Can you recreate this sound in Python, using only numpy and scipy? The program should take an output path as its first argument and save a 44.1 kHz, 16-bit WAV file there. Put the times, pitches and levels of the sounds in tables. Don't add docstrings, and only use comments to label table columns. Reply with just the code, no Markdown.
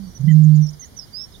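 import sys
import numpy as np
from scipy import signal
from scipy.fft import rfft, irfft
from scipy.io import wavfile
from scipy.ndimage import uniform_filter1d

SR = 44100
rng = np.random.default_rng(int(sys.argv[2]) if len(sys.argv) > 2 else 0)


def to_linear_factor(level_db):
    exponent = np.asarray(level_db, float) / 20
    return 10 ** exponent


def master(y):
    cut = np.clip(np.atleast_2d(y).T, -1, 1)
    pcm = np.round(cut * 32767)
    wavfile.write(sys.argv[1], SR, pcm.astype(np.int16))


N = 61739
T = np.arange(N) / SR

# (centre [Hz], half width [Hz], depth [dB])
SPECTRUM_GAPS = [(2600, 70, -27), (2618, 350, -8.5), (7520, 170, -42), (7950, 360, -8)]


def walk(rate_hz):
    k = int(SR / rate_hz)
    w = uniform_filter1d(uniform_filter1d(rng.standard_normal(N), k), k)
    return (w - w.mean()) / w.std()


def colour(points):
    hz, db = np.array(points, float).T
    f = np.maximum(np.fft.rfftfreq(N, 1 / SR), 1)
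    gain = to_linear_factor(np.interp(np.log(f), np.log(hz), db))
    gain = gain * np.minimum(f / hz[0], 1) ** 2
    return irfft(rfft(rng.standard_normal(N)) * gain, N) * np.sqrt(SR / 2)


def sine(hz, lag_s=0.):
    cycles = np.cumsum(hz) / SR - hz * lag_s
    return np.sqrt(2) * np.sin(2 * np.pi * cycles)


def gate(start_s, length_s, edge_s):
    to_edge_s = np.minimum(T - start_s, start_s + length_s - T)
    return np.sin(np.pi / 2 * np.clip(to_edge_s / edge_s, 0, 1)) ** 2


def curve(rows):
    time_s, *columns = np.array(rows, float).T
    return [uniform_filter1d(np.interp(T, time_s, c), SR // 250) for c in columns]


def sac_tone(hz, db, leak_db, env):
    overtone_db, leak_lag_s = -62, .00016
    level = to_linear_factor(db) * env
    left = level * to_linear_factor(leak_db) * sine(hz, leak_lag_s)
    right = level * (sine(hz) + to_linear_factor(overtone_db) * sine(2 * hz))
    return np.array([left, right])


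def boom():
    # (time [s], pitch [Hz], level [dB], left leak [dB])
    boom_rows = [
        (.19, 134, -44, -12),
        (.197, 127, -23.5, -12.5),
        (.25, 140, -13, -18.5),
        (.29, 157, -7.4, -20),
        (.36, 154, -4.9, -18.7),
        (.458, 152.5, -6.3, -17),
        (.467, 152.5, -5.2, -17.2),
        (.622, 150.6, -8.1, -17),
        (.8, 149, -50, -16),
    ]
    throb_rate_hz, throb_peak_s, throb_ends_s, throb_fade_s = 27.5, .246, .305, .009
    throb_db, throb_pitch_hz, throb_lead_s = 3, 10, .002
    waver_db, waver_hz = .22, 1.6
    hz, db, leak_db = curve(boom_rows)
    fade = 1 / (1 + np.exp((T - throb_ends_s) / throb_fade_s))

    def throb(lead_s):
        return fade * np.cos(2 * np.pi * throb_rate_hz * (T - throb_peak_s + lead_s))

    hz = hz + throb_pitch_hz * throb(throb_lead_s) + waver_hz * walk(62)
    db = db + throb_db * throb(0) + waver_db * walk(55)
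    return sac_tone(hz, db, leak_db, gate(boom_rows[0][0] - .004, .66, .0078))


def intake():
    # (time [s], pitch [Hz], level [dB], left leak [dB])
    intake_rows = [
        (0, 199, -28, -16),
        (.052, 190.5, -29.5, -18),
        (.064, 185, -36.5, -9),
        (.078, 180, -30, -13),
        (.098, 180, -34.5, -20),
        (.116, 180, -64, -19),
    ]
    return sac_tone(*curve(intake_rows), gate(-1, 1.125, .01))


def songbird():
    # (time [s], pitch [Hz], level [dB])
    phrase_a = [(.605, 6210, -59.5), (.633, 5765, -44), (.657, 5840, -49), (.664, 5640, -53),
                (.671, 5430, -39), (.681, 5320, -52.5), (.693, 5530, -39), (.701, 6300, -55),
                (.714, 7020, -53)]
    phrase_b = [(0.794, 6480, -32), (0.8, 6420, -45.5), (0.812, 6420, -40.5), (0.822, 5980, -44.5),
                (0.838, 5790, -40), (0.846, 5950, -42.5), (0.858, 6840, -51), (0.876, 6630, -61),
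                (0.885, 7000, -66)]
    phrase_c = [(0.96, 6174, -72), (0.966, 6112, -48), (0.978, 5950, -35.5), (0.984, 5865, -50),
                (0.994, 5536, -30), (1.006, 5130, -47.5), (1.03, 5030, -44), (1.04, 5010, -49),
                (1.06, 4800, -61)]
    phrase_d = [(1.118, 4650, -65), (1.138, 4743, -42), (1.149, 4806, -35), (1.181, 5154, -34),
                (1.199, 5270, -36.5), (1.233, 5420, -35), (1.246, 5490, -42.5), (1.269, 5550, -61),
                (1.277, 5460, -51)]
    song_db, flutter_db = 6, -.2
    out = 0
    for rows in (phrase_a, phrase_b, phrase_c, phrase_d):
        hz, db = curve(rows)
        start_s, end_s = rows[0][0], rows[-1][0]
        level = to_linear_factor(db + song_db + flutter_db * walk(150))
        out = out + sine(hz) * level * gate(start_s, end_s - start_s, .005)
    return out


def chirps():
    # (time [s], length [s], from [Hz], to [Hz], level [dB])
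    chirp_rows = [(0.009, 0.097, 4600, 4470, -52.5), (.056, 0.095, 5800, 5700, -55),
                  (0.141, .045, 5965, 5856, -40), (0.205, 0.013, 6810, 6250, -50.5),
                  (0.25, 0.018, 4860, 5090, -52.5), (0.256, .024, 5980, 5920, -57.5),
                  (0.299, 0.049, 7140, 5820, -50), (.354, .024, 3806, 4950, -57),
                  (0.432, 0.026, 7020, 6100, -46), (.538, 0.021, 4340, 4960, -53.5),
                  (0.549, 0.037, 7130, 5150, -47), (0.661, 0.0095, 6400, 6450, -44),
                  (0.728, 0.028, 4940, 5100, -48.5), (0.729, 0.02, 5950, 5930, -49.5),
                  (0.836, 0.02, 3900, 4830, -52), (0.842, .026, 5700, 6000, -58),
                  (1.019, 0.015, 4330, 5020, -47), (1.18, .02, 4700, 5060, -58),
                  (1.193, 0.011, 4080, 3460, -46.5), (1.205, 0.021, 3650, 3100, -59),
                  (1.254, 0.089, 3205, 3810, -63.5), (1.319, 0.02, 5100, 5140, -54),
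                  (1.336, 0.021, 3890, 3330, -44), (1.345, 0.026, 3320, 3970, -43.5)]
    glide_bend = 1.4
    flutter = to_linear_factor(2 * walk(130))
    out = 0
    for start_s, length_s, from_hz, to_hz, db in chirp_rows:
        u = np.clip((T - start_s) / length_s, 0, 1)
        hz = from_hz + (to_hz - from_hz) * u ** glide_bend
        out = out + to_linear_factor(db) * gate(start_s, length_s, .3 * length_s) * sine(hz)
    return flutter * out


def croaks():
    # (time [s], length [s], pitch [Hz], level [dB])
    croak_rows = [
        (.275, .047, 992, -36.5),
        (0.815, 0.043, 992, -50.5),
    ]
    arch, sag, upper_ratio, upper_db = .035, .11, 3.03, -8
    rattle_hz, rattle_depth = 88, .3
    out = 0
    for start_s, length_s, pitch_hz, db in croak_rows:
        u = np.clip((T - start_s) / length_s, 0, 1)
        hz = pitch_hz * (1 + arch * np.sin(np.pi * u)) * (1 + .0097 * walk(150))
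        rattle = 1 - rattle_depth * np.cos(2 * np.pi * rattle_hz * (T - start_s))
        lower = rattle * sine(2 * hz * (1 - sag * u ** 3))
        upper = to_linear_factor(upper_db - 3.7 * abs(u - .4) + 3.2 * walk(200)) * sine(upper_ratio * hz)
        out = out + to_linear_factor(db) * gate(start_s, length_s, .0093) * (lower + upper)
    return out


def meadow(x):
    t60_s, scatter_db = .11, -12.5
    t = T[:SR // 3]
    tail = rng.standard_normal(len(t)) * to_linear_factor(-60 * t / t60_s) * (t > .004)
    tail = tail / np.sqrt(np.sum(tail ** 2))
    return x + to_linear_factor(scatter_db) * signal.fftconvolve(x, tail)[:N]


def air():
    # (frequency [Hz], density [dB per Hz])
    air_density = [(30, -67.5), (55, -67), (150, -72.5), (400, -87), (2000, -97.5), (5500, -89),
                   (7300, -100), (9500, -118)]
    gust_db, chorus_db = 3, 1.5
    x = colour(air_density)
    low = signal.sosfiltfilt(signal.butter(2, 800, fs=SR, output="sos"), x)
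    return low * to_linear_factor(gust_db * walk(8.9)), (x - low) * to_linear_factor(chorus_db * walk(8))


def hiss():
    # (frequency [Hz], density [dB per Hz])
    hiss_density = [(30, -77.5), (60, -67.5), (150, -74), (350, -82.5), (1200, -92.5), (4500, -96),
                    (10000, -96.5), (15500, -101)]
    return colour(hiss_density)


def scene():
    bird_leak_db, air_leak_db = -27, -9
    birds = meadow(songbird() + chirps() + croaks())
    rumble, chorus = air()
    left = to_linear_factor(bird_leak_db) * birds + to_linear_factor(air_leak_db) * rumble + hiss()
    right = birds + rumble + chorus + hiss()
    return boom() + intake() + np.array([left, right])


def masking(x):
    low_hz, high_hz = 5850, 8150
    mask_db = np.array([-38, -35.5])
    floor_db = -79
    f, _, z = signal.stft(x, SR, nperseg=1024)
    power = uniform_filter1d(abs(z) ** 2, size=5, axis=1) * 20 / 3
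    whistle = power[:, (f > 4400) & (f < 7200)].max(axis=(0, 1))
    limit = whistle * to_linear_factor(2 * mask_db)[:, None, None] + to_linear_factor(2 * floor_db)
    gap_hz, gap_width_hz, _ = SPECTRUM_GAPS[0]
    maskable = (f > low_hz) & (f < high_hz) | (abs(f - gap_hz) < gap_width_hz)
    drop = (power < limit) & maskable[:, None]
    return signal.istft(z * ~drop, SR, nperseg=1024)[1][:, :N]


def top_cut(x):
    return signal.sosfilt(signal.butter(12, 15670, fs=SR, output="sos"), x)


def record(dry):
    f = np.fft.rfftfreq(N, 1 / SR)
    db = sum(depth_db * np.exp(-((f - hz) / width_hz) ** 2) for hz, width_hz, depth_db in SPECTRUM_GAPS)
    mix = masking(irfft(rfft(dry) * to_linear_factor(db), N))
    return top_cut(mix)


dry = scene()
out = record(dry)
master(out)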